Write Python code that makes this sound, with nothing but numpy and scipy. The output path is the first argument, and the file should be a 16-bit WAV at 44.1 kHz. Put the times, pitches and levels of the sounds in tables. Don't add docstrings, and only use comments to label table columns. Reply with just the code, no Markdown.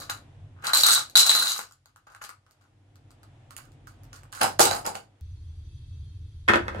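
import sys
import numpy as np
from scipy import signal
from scipy.fft import rfft, irfft
from scipy.io import wavfile
from scipy.ndimage import uniform_filter1d

SR = 44100
rng = np.random.default_rng(int(sys.argv[2]) if len(sys.argv) > 2 else 0)


def store_wav(level_fs):
    pcm = np.round(np.clip(np.atleast_2d(level_fs), -1, 1) * 32767)
    wavfile.write(sys.argv[1], SR, pcm.T.astype(np.int16))


N = 299880

# start/s, rise/s, hold/s, wall level/dB, rim re wall/dB,
# glass re wall/dB
JOLTS = [(0, 0.00067, 0.005, -41, -2.5, -1.5), (0.092, 0.0018, 0.0033, -34.5, -11, -1),
         (0.523, 0.053, 0.044, -57.5, -36, -29), (0.608, 0.036, 0.058, -32, -17.5, -9),
         (0.729, 0.0026, 0.065, -29, 6, 8), (0.832, 0.0018, 0.14, -28.5, 8, 7.5),
         (1.155, 0.003, 0.054, -29.5, 8.5, 10.5), (1.227, 0.035, .26, -30.5, 7, 6),
         (1.533, 0.016, 0.046, -42.5, -9, 5), (2.063, 0.0054, 0.07, -55.5, -22, -13),
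         (2.212, 0.0021, 0.03, -44, -23.5, -5), (2.46, 0.0016, 0.085, -73.5, -43, -13),
         (2.61, .002, 0.035, -67, -29.5, -9), (3.502, .002, .015, -61, -46.5, -7),
         (3.564, 0.0021, 0.091, -63, -59, -2.5), (3.867, 0.0024, 0.034, -70.5, -26, 6),
         (4.124, .002, 0.045, -53, -39.5, -5), (4.318, 0.0025, 0.092, -44, -16.5, -1),
         (4.409, 0.0015, 0.022, -23.5, -16, -2), (4.589, 0.0028, 0.028, -25.5, -20.5, 9.5),
         (4.643, 0.0055, 0.045, -32.5, -11.5, -3), (4.703, .003, 0.06, -37.5, -31, -2),
         (4.834, 0.014, .01, -43, -30, -15), (4.851, .002, 0.015, -35, -31, -5.5),
         (4.945, 0.0012, 0.0092, -45, -34, -2)]
# t/s, glass level/dB, wall re glass/dB
CLINKS = [(0.0186, -41.5, 4), (0.0978, -19, -0.5), (0.669, -9.5, -25), (0.7344, -3, -12.5),
          (0.7695, -14, -37), (0.835, -5, -12), (0.8631, -4, -12), (0.886, -8, -2), (0.9073, -9, -16),
          (0.9235, -21, -28), (1.098, -31.5, -36.5), (1.155, -6, -9), (1.1594, -6, -14), (1.1764, 0, -37),
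          (1.1893, -13, -8), (1.2086, -15, -10), (1.264, -15.5, -3), (1.295, -7, -11), (1.3311, -16, -30),
          (1.351, -8.5, -6.5), (1.3874, -16, -17), (1.3972, -11.5, -23), (1.4255, -12.5, -11),
          (1.5915, -23, 1.5), (1.711, -44, -0.5), (1.7232, -42, -16), (1.858, -41.5, -4),
          (1.8916, -63.5, 1), (1.961, -44, -1), (1.988, -62, 4), (2.071, -51, 7.5), (2.1201, -49, 5),
          (2.1486, -36.5, 1), (2.216, -45, -12), (2.2925, -31, 1), (2.465, -55, 8.5), (2.5102, -45, -15),
          (2.6112, -58, 4.5), (2.9573, -46.5, -8), (3.1066, -44.5, -5), (3.232, -43.5, -2),
          (3.508, -32.5, -5), (3.5658, -20, -17.5), (3.5866, -43, 9), (3.7197, -46.5, -23.5),
          (3.8719, -40, 2), (4.0348, -41, -8), (4.1309, -35, -2), (4.1729, -52, -5), (4.234, -42.5, 2.5),
          (4.3265, -24.5, -13), (4.4161, -13, -0.5), (4.594, -19, 8), (4.6051, -2, -16), (4.6546, -9, -6),
          (4.7117, -10, -5.5), (4.8641, -12.5, -23), (4.9539, -22.5, -5)]
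# f/Hz, width/Hz, level/dB
WALL_MODES = [(1170, 150, -17.5), (1216, 250, -1), (1260, 150, 3.5), (1504, 150, 4.5), (1689, 47, -3),
              (1890, 590, -7), (2836, 590, -5.5)]
BASE_MODES = [(94, 30, -13.5), (210, 60, -21), (398, 170, -20), (533, 100, -1.5), (679, 83, 4.5),
              (771.5, 32, 0.5), (824, 170, 6), (5020, 230, -8.5)]
RIM_MODES = [(3864, 120, -2.5), (3973, 79, 2), (4041, 50, 1), (4116, 60, -2), (4460, 80, -9.5)]
GLASS_MODES = [(2840, 170, -10.5), (4570, 370, 1), (5400, 2400, -2), (6600, 170, 2.5), (7040, 150, 4.5),
               (8130, 480, 3.5), (9400, 680, -2.5), (10220, 120, 0), (10965, 450, -3), (12100, 1000, -4.5),
               (12700, 210, -1), (13300, 1800, -11)]
# t/s, below 2 kHz/dB, above 2 kHz/dB
PAN = [(2.9, 3, 0.5), (3.4, -4.5, -4.5), (5.2, 1, -3.5), (5.21, 0, 0)]
# t/s, lag/ms
LEFT_LAG = [(3, -.17), (3.5, .45), (5.2, .45), (5.21, .33)]
# f/Hz, T60/s
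ROOM_T60 = [(100, 0.36), (1000, 0.21), (5000, 0.21), (14000, 0.13)]
# t/s, rumble level/dB, murmur level/dB
TRAFFIC_SWELLS = [(0, -55, -61), (.6, -48.5, -64.5), (1.2, -61.5, -64.5), (1.8, -67, -81.5),
                  (2.5, -66.5, -76), (3.1, -57, -66), (3.95, -50, -62.5), (4.35, -55.5, -66.5),
                  (4.7, -44, -60), (5.2, -66.5, -70)]
# f/Hz, relative level/dB
RUMBLE_SPECTRUM = [(25, -21), (49, 1.5), (70, -15.5), (97, 9.5), (118, -1.5), (142, 2), (170, -21),
                   (250, -39)]
MURMUR_SPECTRUM = [(120, -35.5), (180, -7), (300, 1), (380, -9), (480, -11.5), (700, -39)]
WASH_SPECTRUM = [(300, -29.5), (500, -1), (750, 0), (1100, -9), (3500, -15.5), (4500, -25.5), (7500, -26),
                 (10500, -33), (12500, -50)]
HISS_SPECTRUM = [(500, -20), (900, 0), (5000, -4), (7500, -8), (10800, -10), (12500, -20), (13200, -70)]
# multiple of the firing rate, relative level/dB
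EXHAUST_HARMONICS = [(3, -10), (4, -12), (5, -11), (6, -1), (7, 0), (8, -4), (9, -12), (10, -19), (11, -22)]
# f/Hz, width/Hz, relative level/dB
CHIRR_BANDS = [(2640, 13, -2), (3190, 84, -4.5), (3412, 41, -1.5), (3720, 450, -11.5), (4240, 59, -5.5),
               (4674, 310, -11.5), (6050, 40, -3.5), (8060, 51, -18.5), (10300, 58, -11)]
# f/Hz, width/Hz, level/dB
TRACK_MODES = [(105.6, 23, -9), (196, 114, -12.5), (348, 8.4, 3), (421, 31, -6.5), (600, 165, -4),
               (988, 39, 1.5), (1286, 140, -0.5), (1547, 124, 0), (1810, 110, 1), (2130, 85, -7.5),
               (2560, 64, -2.5), (3300, 390, -11.5), (4800, 410, -29.5), (7600, 2100, -38)]
# t/s, level/dB, brightness/0-1
ROLL = [(6.479, -27, 0.98), (6.49, -13.5, 1), (6.52, -33.5, 0.2), (6.564, -31, 0.7), (6.6, -43, 0),
        (6.66, -46, 0.1), (6.72, -44.5, 0), (6.8, -38.5, 0)]
BOUNCES = [(6.486, -9, 1), (6.495, -13, 0.78), (6.5, -14.5, 0), (6.519, -20.5, 0.8), (6.536, -7.5, 1),
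           (6.543, -11.5, 1), (6.558, -12.5, 0.33), (6.567, -21, 0.9), (6.682, -23, 1), (6.748, -24, 0.3)]

SAG_DB_PER_S, SETTLE_DB_PER_S = 26.5, 327.5
SOFT_BELOW_DB = -16.5
SET_DOWN_S, KNOCK_S, CUT_S = 4.405, 4.594, 5.2105
BASE_HELD_DB, BASE_DOWN_DB, KNOCK_DB, KNOCK_FADE_S = -13, 3.5, 5, 0.017
ROOM_DB, CUT_TICK_DB = -3.5, -37
IDLE_HZ, IDLE_DB = 12, -40.5
CHIRR_REST_DB, CHIRR_SWELL_DB, CHIRR_SWELL_S, CHIRR_SWELL_WIDTH_S = -71, 4.5, 5.88, 0.24


def undb(db):
    return 10 ** (np.asarray(db) / 20)


def curve(table, at, column=1):
    rows = np.array(table, float)
    return np.interp(at, rows[:, 0], rows[:, column])


def noise_bed(spectrum, mono_below_hz):
    hz = np.arange(N // 2 + 1) * SR / N + 1
    gain = undb(curve([(np.log(f), db) for f, db in spectrum], np.log(hz)))
    gain *= np.minimum(spectrum[-1][0] / hz, 1) ** 4
    mid, side = rfft(rng.standard_normal((2, N))) * gain
    side = side * hz / np.hypot(hz, mono_below_hz)
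    out = irfft(np.array([mid + side, mid - side]), N)
    return out / out.std()


def wander(rate_hz):
    hold = int(SR / rate_hz)
    steps = np.repeat(rng.standard_normal(N // hold + 1), hold)
    smooth = uniform_filter1d(uniform_filter1d(steps, hold), hold)[:N]
    return smooth / smooth.std()


def contacts(start_s, end_s, rate, spread_db):
    when, strength = rng.random((int(rate * (end_s - start_s)), 2)).T
    db = -spread_db * np.log(1 - .97 * strength)
    return start_s + when * (end_s - start_s), db - 10 * np.log10(np.mean(undb(db) ** 2))


def ring(modes, hits, swarm, rate, tilt_db_per_octave, drift_db, wide_hz=920):
    hz, width, db = np.transpose(modes)
    radii = np.exp(-np.pi * width / SR)
    gains = undb(db) * (1 - radii)
    peak = np.sqrt(np.sum(gains ** 2))
    rms = np.sqrt(rate / SR * np.sum(gains ** 2 / (1 - radii ** 2)) / 2)
    times = np.concatenate([hits[0], swarm[0]])
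    strength = np.concatenate([undb(hits[1]) / peak, undb(swarm[1]) / rms])
    half_lag = curve(LEFT_LAG, times) * SR / 2000
    start = max(int(times.min() * SR) - 100, 0)
    end = min(int(times.max() * SR) + SR // 4, N)
    out = np.zeros((2, N))
    for f, radius, gain in zip(hz, radii, gains):
        sign, luck, lobe = rng.standard_normal((len(times), 3)).T
        colour_db = 4 * luck + tilt_db_per_octave * np.log2(f / 1000)
        drift = undb(drift_db * np.interp(times * 14, np.arange(100), rng.standard_normal(100)))
        force = drift * gain * strength * np.sign(sign) * undb(colour_db)
        phase = np.exp(1j * lobe * min(f / wide_hz, 1.3))
        pan_db = curve(PAN, times, column=2 if f > 2000 else 1) / 2
        pole = radius * np.exp(2j * np.pi * f / SR)
        for channel, side in enumerate((1, -1)):
            at = np.clip(times * SR + side * half_lag * (f > 500), 0, N - 1).astype(int)
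            blows = np.zeros(end - start, complex)
            np.add.at(blows, at - start, force * undb(side * pan_db) * (phase if channel else 1))
            out[channel, start:end] += signal.lfilter([1], [1, -pole], blows).imag
    band = signal.butter(2, [hz.min() * .7, min(hz.max() * 1.4, 19000)], "band", fs=SR, output="sos")
    return signal.sosfilt(band, out)


def jostle(t):
    start, rise, hold, wall_db, rim_db, glass_db = np.transpose(JOLTS)[:, :, None]
    age = t - start - rise
    db = wall_db + 40 * np.minimum(age / rise, 0)
    db -= SAG_DB_PER_S * np.maximum(age, 0) + SETTLE_DB_PER_S * np.maximum(age - hold, 0)
    return [10 * np.log10(np.sum(undb(db + offset) ** 2, axis=0) + 1e-14)
            for offset in (0, rim_db, glass_db)]


def base_boom(t):
    knock_db = KNOCK_DB * np.exp(-np.maximum(t - KNOCK_S, 0) / KNOCK_FADE_S) * (t > KNOCK_S - .002)
    return np.where(t > SET_DOWN_S, BASE_DOWN_DB + knock_db, BASE_HELD_DB)


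def bowl_rattle():
    clink_s, clink_db, wall_db = np.transpose(CLINKS)
    rebound_s = np.cumsum(.006 * rng.exponential(size=(len(clink_s), 3)), axis=1)
    hit_s = np.column_stack([clink_s, clink_s[:, None] + rebound_s]).ravel()
    rebound_db = np.column_stack([np.zeros_like(clink_s), -8 - 250 * rebound_s])
    softness = np.clip(SOFT_BELOW_DB - clink_db, 0, 40)
    _, rim_jostle, glass_jostle = jostle(clink_s + 0.0035)
    rim_db = np.minimum(rim_jostle - glass_jostle, 0) - 0.75 * softness

    def part(modes, peak_db, envelope, rate, spread_db, drift_db, dulling=0, pivot_octaves=0):
        t, contact_db = contacts(0, CUT_S - .1, rate, spread_db)
        swarm_db = envelope(t)
        hit_tilt = -dulling * softness
        swarm_tilt = -dulling * np.clip(SOFT_BELOW_DB - 12 - swarm_db, 0, 30)
        hit_db = (peak_db - pivot_octaves * hit_tilt)[:, None] + rebound_db
        swarm_db = swarm_db + contact_db - pivot_octaves * swarm_tilt
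        tilt = np.concatenate([np.repeat(hit_tilt, 4), swarm_tilt])
        return ring(modes, (hit_s, hit_db.ravel()), (t, swarm_db), rate, tilt, drift_db)

    wall = part(WALL_MODES, clink_db + wall_db + 1, lambda t: jostle(t)[0] - 3,
                rate=400, spread_db=3, drift_db=1.5, dulling=0.22, pivot_octaves=.4)
    base = part(BASE_MODES, clink_db + wall_db + base_boom(clink_s) - 2,
                lambda t: jostle(t)[0] + base_boom(t) - 2, rate=300, spread_db=2.5, drift_db=.8)
    rim = part(RIM_MODES, clink_db + rim_db - 2.5, lambda t: jostle(t)[1] - 3,
               rate=250, spread_db=3, drift_db=3.5)
    glass = part(GLASS_MODES, clink_db + 0.5, lambda t: jostle(t)[2] - 2,
                 rate=500, spread_db=4.2, drift_db=2.8, dulling=0.08, pivot_octaves=2.9)
    return wall + base + rim + glass


def room_reverb(sound):
    t = np.arange(SR // 2) / SR
    tail = 0
    for hz in 125 * 2. 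** np.arange(8):
        band = signal.butter(2, [hz / 2 ** .5, min(hz * 2 ** .5, 20000)], "band", fs=SR, output="sos")
        t60 = curve([(np.log(f), decay_s) for f, decay_s in ROOM_T60], np.log(hz))
        mid, side = signal.sosfilt(band, rng.standard_normal((2, len(t)))) * undb(-60 * t / t60)
        tail = tail + mid + min(hz / 730, 1) * side * np.array([[1], [-1]])
    tail *= np.clip((t - .002) / 0.0014, 0, 1)
    tail /= np.sqrt(np.mean(np.sum(tail ** 2, axis=1)))
    return undb(ROOM_DB) * signal.fftconvolve(sound, tail, axes=1)[:, :N]


def traffic(t):
    rumble_db = np.where(t > CUT_S, -48.5, curve(TRAFFIC_SWELLS, t))
    murmur_db = np.where(t > CUT_S, -69, curve(TRAFFIC_SWELLS, t, column=2))
    wash_db = np.where(t > CUT_S, -83, murmur_db + 0.5)
    rumble = noise_bed(RUMBLE_SPECTRUM, mono_below_hz=1500) * undb(rumble_db + 1.5 * wander(6))
    murmur = noise_bed(MURMUR_SPECTRUM, mono_below_hz=790) * undb(murmur_db + 1.1 * wander(5))
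    wash = noise_bed(WASH_SPECTRUM, mono_below_hz=800) * undb(wash_db + 1.8 * wander(6))
    return rumble + murmur + wash


def microphone_hiss(t):
    return noise_bed(HISS_SPECTRUM, mono_below_hz=300) * undb(np.where(t > CUT_S, -71.5, -80))


def idling_engine(t):
    drone = 0
    for harmonic, db in EXHAUST_HARMONICS:
        level = undb(db + 2.7 * wander(7.7))
        drone = drone + level * np.sin(2 * np.pi * harmonic * IDLE_HZ * t + 1.6 * wander(7.8))
    return drone / drone.std() * undb(IDLE_DB)


def distant_chirr(t):
    f = np.arange(N // 2 + 1) * SR / N
    chirr = 0
    for hz, width, db in CHIRR_BANDS:
        shape = undb(db) / (1 + ((f - hz) / width * 2) ** 2)
        band = irfft(rfft(rng.standard_normal((2, N))) * shape, N)
        chirr = chirr + band * undb(.8 * wander(4))
    swell = np.exp(-((t - CHIRR_SWELL_S) / CHIRR_SWELL_WIDTH_S) ** 4)
    return chirr / chirr.std() * undb(CHIRR_REST_DB + CHIRR_SWELL_DB * swell)


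def marble_on_track():
    bounce_s, bounce_db, bounce_brightness = np.transpose(BOUNCES)
    grain_s, grain_db = contacts(ROLL[0][0], N / SR - .002, rate=1000, spread_db=1)
    roll_db = grain_db + curve(ROLL, grain_s) - 4
    brightness = np.concatenate([bounce_brightness, curve(ROLL, grain_s, column=2)])
    return ring(TRACK_MODES, (bounce_s, bounce_db + 0.5), (grain_s, roll_db), rate=580,
                tilt_db_per_octave=7.3 * (brightness - 0.85), drift_db=-1, wide_hz=485)


def scene():
    t = np.arange(N) / SR
    marbles = bowl_rattle() + marble_on_track()
    mix = marbles + room_reverb(marbles) + traffic(t) + microphone_hiss(t)
    mix += (t > CUT_S) * (idling_engine(t) + distant_chirr(t))
    mix[:, int(CUT_S * SR)] += undb(CUT_TICK_DB)
    return mix


def record(dry):
    lowpass = signal.ellip(10, .2, 95, 15900, fs=SR, output="sos")
    return signal.sosfilt(lowpass, .8 * np.tanh(dry / .8))


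dry = scene()
out = record(dry)
store_wav(out)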